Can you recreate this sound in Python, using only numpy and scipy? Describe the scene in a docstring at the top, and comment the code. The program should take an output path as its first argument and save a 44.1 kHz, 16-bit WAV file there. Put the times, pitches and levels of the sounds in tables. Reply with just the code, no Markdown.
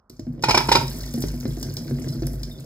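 """A faint room hum lies under soft wet gel beads pouring into a metal bowl on a table, in stereo.
From 0.1 s single beads thump or slap bowl and table as decaying modes, over a stream of light landings,
while wet smacks and patter (shaped noise) sound on top. From 0.44 to 0.76 s the pouring bowl's rim
chatters on the metal: clusters of taps excite rim modes. From 1.3 s a few pitched wet ticks appear.
Noise-tail reflections surround the sources, and two close microphone ports pick it all up."""
import sys
import numpy as np
from scipy import signal
from scipy.fft import rfft, irfft, next_fast_len
from scipy.io import wavfile

SR = 44100
rng = np.random.default_rng(int(sys.argv[2]) if len(sys.argv) > 2 else 0)


def unload_audio(sound):
    """Save the sound as a 16-bit wav file, at the path given as the first command line argument."""
    columns = np.transpose(np.atleast_2d(sound))
    # keep every value between -1 and 1, then stretch to whole-number steps
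    steps = np.round(np.clip(columns, -1, 1) * 32767)
    wavfile.write(sys.argv[1], SR, steps.astype(np.int16))


N = 116865

# Noise spectrum of the room hum: f/Hz, relative level/dB
HUM_SPECTRUM = [(50, 10.5), (340, -8), (1400, -11.5), (2600, -55)]
# Knocks of the rim: t/s, peak level of the ring/dB, extra treble level/dB
RIM_KNOCKS = [(0.437, -6.5, -2), (0.485, -6.5, -7), (0.493, -11, -0.2), (0.506, -8, 2.5), (0.545, -3, -2.5),
              (0.573, -4.5, 2), (0.605, -13.5, -32), (0.687, -9, -3.1), (0.715, -4, 0), (0.722, -9, 3),
              (0.752, -6.5, 2), (0.763, -9.5, -11)]
# Ringing modes of rim and bowl wall: f/Hz, relative level/dB, t60/s
RIM_MODES = [(420, -7, 0.11), (592, -2, 0.04), (692, -2.5, 0.044), (892, 3.5, 0.031), (945, 9.5, 0.032),
             (1026, -1, 0.039), (1360, 4.5, 0.023), (1830, -5, .03), (2075, 2.5, 0.027), (2379, 5, 0.067),
             (3960, -3, 0.047), (5020, -7, 0.073)]
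# Noise spectrum of the knocks' crack: f/Hz, gain/dB
CRACK_SPECTRUM = [(1500, -11.5), (3000, -8.5), (7000, -19.5), (15000, -30.5)]
# Strength of the stream of light beads: t/s, relative thump level/dB, relative wet hiss level/dB
STREAM_LEVELS = [(.1, -58, -72.5), (.4, -33, -77), (.5, -28.5, -48.5), (.95, -29, -47), (1.1, -35.5, -49.5),
                 (1.3, -32, -52.5), (2.101, -28, -54.5), (2.65, -36, -60)]
# Wet smacks: t/s, envelope level before colouring/dB, extra top-end level/dB
WET_SMACKS = [(0.097, -43.5, -5), (0.1942, -40.5, -32), (0.424, -29, -37), (0.8795, -29.5, -37.5),
              (1.0314, -35.5, -25), (1.138, -34.5, -3.5), (1.2218, -29, -10), (1.283, -31.5, -24),
              (1.6278, -27, -12), (1.7673, -27.5, -28), (2.0863, -36.5, -13), (2.2684, -40.5, 6.5),
              (2.4318, -30, -14)]
# Pitched wet ticks: t/s, envelope level/dB, f/Hz
WET_TICKS = [(1.301, -45, 2710), (1.463, -46, 4080), (2.089, -44.5, 4070), (2.513, -39, 3660),
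             (2.5533, -46, 3530)]
# Colour of smacks and patter: f/Hz, gain/dB
WET_SPECTRUM = [(900, 11.5), (2500, -4), (4000, -1), (7000, -1), (10000, 0), (14000, 5.5)]
# Single landings, heavy thumps and light slaps:
# t/s, peak level of the ring/dB, extra level of upper modes and slap/dB
SINGLE_LANDINGS = [(0.1, -34, 0.5), (0.194, -22.5, -2), (0.268, -21, -7), (0.394, -29, 2), (0.552, -15, 5),
                   (0.748, -20.5, -6), (0.83, -21, 2.5), (0.949, -24, -4.5), (1.142, -18.5, -5.5),
                   (1.177, -17, -2), (1.238, -13.5, 4), (1.339, -23, 0), (1.429, -32.5, 13),
                   (1.454, -13.5, 2.5), (1.572, -24, 3), (1.687, -24, 4.5), (1.91, -18.5, 1.5),
                   (1.986, -25.5, 7), (2.043, -24.5, 7), (2.074, -30, 9.5), (2.221, -17.5, -1),
                   (2.233, -27, 11), (2.271, -26.5, 10), (2.338, -24.5, -2)]
# Ringing modes of bowl and table: f/Hz, relative level/dB
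BODY_MODES = [(105, -10), (135, -1.5), (160, -7), (246, -0.5), (285, -4), (336, -9), (450, -10.5),
              (598, -11.5)]
# Phase lead between the two ports, before the bass is made alike: f/Hz, phase/rad
PORT_LEAD = [(300, -.7), (1200, -.8), (2700, 2.6), (5000, 1.2), (7240, 6.2)]
# Level difference between the two ports, before the bass is made alike: f/Hz, level/dB
PORT_TILT = [(400, 0.5), (1000, -5.5), (2200, -0.5)]

HUM_RMS_DB = -60.5
ROOM_DB, ROOM_T60_S = -8, 0.3
APART = 1  # strength of each port's own tail against the shared one
SPOT_DB = 4  # spread of the mode levels from one contact spot to the next
CHATTER_PER_S, CHATTER_S = 1500, 0.0069  # tap rate and length of one knock's chatter
TREBLE_FROM_HZ, CRACK_T60_S = 1800, 0.038
SMACKS_PER_S, SMACK_SPREAD_DB = 600, 4.5  # small ticks of the patter
SMOOTH_DB = -6  # smooth hiss against the ticks
SMACK_T60_S, SPRAY_T60_S, SPRAY_DB = 0.028, 0.15, -27
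TOP_T60_S, TICK_T60_S = 0.019, 0.043
LANDINGS_PER_S, LANDING_MS, LANDING_SPREAD_DB = 170, 1.624, 3  # light beads; contact time of all
LANDING_SPOTS = 24
UPPER_FROM_HZ = 265  # splits the body modes into low and upper
BODY_T60_S, SWELL_S, DETUNE = 0.26, 0.02, 0.013  # low modes: t60 at 135 Hz, rise, relative spread
UPPER_T60_S, UPPER_DETUNE = 0.07, 0.08  # upper modes: t60, relative spread
SLAP_DB, SLAP_T60_S = -13.5, 0.022  # flat slap of a bead on the wall
TABLE_HZ, TABLE_T60_S, TABLE_DB = 50.04, 0.56, -5  # sway of the table top
PORT_HZ, PORT_WIDTH_HZ, PORT_DB = 5235, 858, 12.5  # resonance of the ports, added to all they pick up
ALIKE_HZ = 333  # the ports grow alike below this
LOW_CUT_HZ, EDGE_HZ = 42.6, 15750


def amp(db):
    """Decibels to amplitude."""
    return 10 ** (np.asarray(db) / 20)


def evened(x):
    """Scales a sound to an RMS of one."""
    return x / np.sqrt(np.mean(x ** 2) + 1e-20)


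def decay(t, t60):
    """Exponential fade that falls 60 dB in t60 seconds."""
    return amp(-60 * t / t60)


def seconds(length):
    """Time axis in seconds."""
    return np.arange(round(length * SR)) / SR


def read(points, hz):
    """Reads a curve along a logarithmic frequency axis."""
    f, value = np.transpose(points)
    return np.interp(np.log(hz + 1), np.log(f + 1), value)


def add(mix, s, sound):
    """Lays a sound into the mix at s seconds, cut off at the end."""
    part = mix[round(s * SR):][:len(sound)]
    part += sound[:len(part)]


def coloured(x, points):
    """Shapes the spectrum of a full-length sound."""
    gain = amp(read(points, np.fft.rfftfreq(N, 1 / SR)))
    return irfft(rfft(x) * gain, N)


def band(x, lo_hz, hi_hz):
    """Keeps the range between two frequencies."""
    sos = signal.butter(2, [lo_hz, hi_hz], "band", fs=SR, output="sos")
    return signal.sosfilt(sos, x)


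def ring(hz, db, t60, length):
    """Modes of a struck body: one dying sine per row."""
    t = seconds(length)
    envelopes = amp(db[:, None] - 60 * t / t60[:, None])
    return envelopes * np.sin(2 * np.pi * hz[:, None] * t)


def shower(per_s, spread_db):
    """Random contacts as single-sample clicks, a few of them large."""
    sizes = amp(spread_db * np.minimum(rng.exponential(1, N), 4))
    return sizes * (rng.random(N) < per_s / SR)


def signs():
    """Random polarity for every sample."""
    return rng.choice([-1, 1], N)


def stream(axis):
    """Level of the stream of beads, silent before the first single landing."""
    table, t = np.array(STREAM_LEVELS), np.arange(N) / SR
    level = amp(np.interp(t, table[:, 0], table[:, axis]))
    return level * (t > SINGLE_LANDINGS[0][0])


def hum():
    """Steady room hum made of noise weighted to the bass."""
    return amp(HUM_RMS_DB) * evened(coloured(rng.standard_normal(N), HUM_SPECTRUM))


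def room(x):
    """Reflections: a dying noise tail without bass and duller on top, partly different at each port."""
    t = seconds(0.4)
    shared, first, second = rng.standard_normal((3, len(t)))
    noise = shared + APART * np.array([first, second])
    tail = band(noise * decay(t, ROOM_T60_S) * (t > 0.004), 327, 13300)
    tail /= np.linalg.norm(tail[0])
    return amp(ROOM_DB) * signal.fftconvolve(x[None], tail, axes=1)[:, :N]


def knocks():
    """Each knock is a quick chatter of hard contacts that rings split pairs of rim modes and cracks."""
    out, crack, size = np.zeros(N), np.zeros(N), round(CHATTER_S * SR)
    hz, level_db, t60 = np.transpose(RIM_MODES + RIM_MODES)  # each mode twice, detuned apart below
    spots = rng.standard_normal((len(RIM_KNOCKS), 2, len(hz)))
    taps = shower(CHATTER_PER_S, 2.07) * signs()
    t = seconds(0.1)
    for (s, db, treble_db), (pitch_shift, level_shift) in zip(RIM_KNOCKS, spots):
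        # one sure first contact, then a swelling and fading run of taps
        drive = taps[round(s * SR):][:size] * np.hanning(size) + signal.unit_impulse(size)
        mode_db = level_db + (hz > TREBLE_FROM_HZ) * treble_db + SPOT_DB * level_shift
        modes = ring(hz * (1 + 0.025 * pitch_shift), mode_db, t60, 0.12)
        sound = signal.oaconvolve(modes.sum(0), drive)
        add(out, s, amp(db) * sound / abs(sound).max())
        fade = decay(np.maximum(t - CHATTER_S, 0), CRACK_T60_S)
        add(crack, s, np.minimum(t / 0.0056, 1) * amp(db + treble_db) * fade)
    return out + coloured(crack * rng.standard_normal(N), CRACK_SPECTRUM)


def patter():
    """Small wet ticks, each a short noisy ring in one of 36 pitch bands, over a smooth hiss."""
    clicks, kind = shower(SMACKS_PER_S, SMACK_SPREAD_DB), rng.integers(0, 36, N)
    t, out = seconds(0.045), np.zeros(N)
    for k, hz in enumerate(np.geomspace(1400, 13000, num=36)):
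        width = rng.uniform(0.03, 0.2) * (hz / 3500) ** 1.1
        t60 = rng.uniform(0.01, 0.045)
        tick = band(rng.standard_normal(len(t)), hz / (1 + width), min(hz * (1 + width), SR / 2.2))
        tick = evened(tick * np.minimum(t / 0.0013, 1) * decay(t, t60))
        tick *= (hz / 4000) ** 0.53  # higher ticks are stronger
        out += signal.oaconvolve(clicks * (kind == k), tick)[:N]
    hiss = amp(SMOOTH_DB) * rng.standard_normal(N)
    return (evened(out) + hiss) * stream(axis=2)


def pitched_ticks():
    """Wet ticks with a clear pitch: short dying sines with a soft start."""
    out, t = np.zeros(N), seconds(0.3)
    for s, db, hz in WET_TICKS:
        envelope = np.minimum(t / 0.0019, 1) * amp(db) * decay(t, TICK_T60_S)
        add(out, s, envelope * np.sin(2 * np.pi * hz * t))
    return out


def smacks():
    """Bursts of wet mid-treble noise with a spray tail and a thin top click, over patter and ticks."""
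    t = seconds(0.3)
    spray = amp(SPRAY_DB) * decay(t, SPRAY_T60_S)
    burst = np.minimum(t / 0.0015, 1) * (decay(t, SMACK_T60_S) + spray)
    level, top = np.zeros(N), np.zeros(N)
    for s, db, top_db in WET_SMACKS:
        add(level, s, amp(db) * burst)
        add(top, s, amp(db + top_db) * decay(t, TOP_T60_S))
    mid, high = rng.standard_normal((2, N))
    body = band(level * mid, 2520, 8100) + 0.32 * level * mid
    top_clicks = amp(8.5) * band(top * high, 8300, 21000)
    return pitched_ticks() + coloured(body + patter(), WET_SPECTRUM) + top_clicks


def push(ms):
    """Force of a soft ball while it touches: a smooth rise and fall."""
    return np.hanning(round(ms * SR / 1000) + 2)


def thump(upper_db, spot):
    """One landing: a soft push rings the body modes, shifted by the spot, with a flat slap on top."""
    hz, db = np.transpose(BODY_MODES)
    upper, t = hz > UPPER_FROM_HZ, seconds(0.4)
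    pitch_shift, level_shift = spot
    mode_hz = hz * (1 + np.where(upper, UPPER_DETUNE, DETUNE) * pitch_shift)
    mode_db = db + upper * upper_db + SPOT_DB * level_shift
    t60 = np.where(upper, UPPER_T60_S, BODY_T60_S * 135 / hz)
    modes = ring(mode_hz, mode_db, t60, 0.4)
    swell = 1 - np.exp(-t / SWELL_S)  # only the low modes build up slowly
    sound = modes[upper].sum(0) + swell * modes[~upper].sum(0)
    sound = signal.oaconvolve(sound, push(LANDING_MS))[:len(t)]
    slap_noise = band(rng.standard_normal(len(t)), 700, 2300)
    slap = amp(SLAP_DB + upper_db) * decay(t, SLAP_T60_S) * slap_noise
    return sound / abs(sound).max() + slap


def table_sway(force):
    """The table top sways as one slow mode, driven by every landing."""
    t = seconds(0.5)
    envelope = (1 - np.exp(-t / 0.033)) * amp(TABLE_DB) * decay(t, TABLE_T60_S)
    return signal.oaconvolve(force, envelope * np.sin(2 * np.pi * TABLE_HZ * t))[:N]


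def thumps():
    """Single beads thump or slap over a stream of light landings; all of them keep the table swaying."""
    out, force = np.zeros(N), np.zeros(N)
    single_spots = rng.standard_normal((len(SINGLE_LANDINGS), 2, len(BODY_MODES)))
    for (s, db, upper_db), spot in zip(SINGLE_LANDINGS, single_spots):
        add(out, s, amp(db) * thump(upper_db, spot))
        add(force, s, amp([db]))
    clicks = shower(LANDINGS_PER_S, LANDING_SPREAD_DB) * signs()
    hits = amp(-8.5) * clicks * stream(axis=1)
    place = rng.integers(0, LANDING_SPOTS, N)
    stream_spots = rng.standard_normal((LANDING_SPOTS, 2, len(BODY_MODES)))
    for k, spot in enumerate(stream_spots):
        out += signal.oaconvolve(hits * (place == k), thump(-1.74, spot))[:N]
    return out + table_sway(hits + 0.64 * force)


def scene():
    """All sources with their reflections, over the hum."""
    near = knocks() + smacks() + thumps()
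    return near + room(near) + hum()


def record(dry):
    """Low cut, port resonance, phase and level difference of the two ports, clipping and band limit."""
    size = next_fast_len(N + 4096)
    hz = np.fft.rfftfreq(size, 1 / SR)
    side = np.array([[0.5], [-0.5]]) * (1 - np.exp(-(hz / ALIKE_HZ) ** 2))  # half to each port
    resonance = 1 + amp(PORT_DB) / (1 + 2j * (hz - PORT_HZ) / PORT_WIDTH_HZ)
    level = amp(side * read(PORT_TILT, hz))
    phase = np.exp(1j * side * np.interp(hz, *np.transpose(PORT_LEAD)))
    low_cut = signal.butter(4, LOW_CUT_HZ, "high", fs=SR, output="sos")
    spectrum = rfft(signal.sosfilt(low_cut, dry), size)
    heard = irfft(spectrum * resonance * level * phase, size)[:, :N]
    band_limit = signal.firwin(255, EDGE_HZ, window=("kaiser", 9), fs=SR)
    return signal.oaconvolve(np.clip(heard, -1, 1), band_limit[None], "same")


dry = scene()
out = record(dry)
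unload_audio(out)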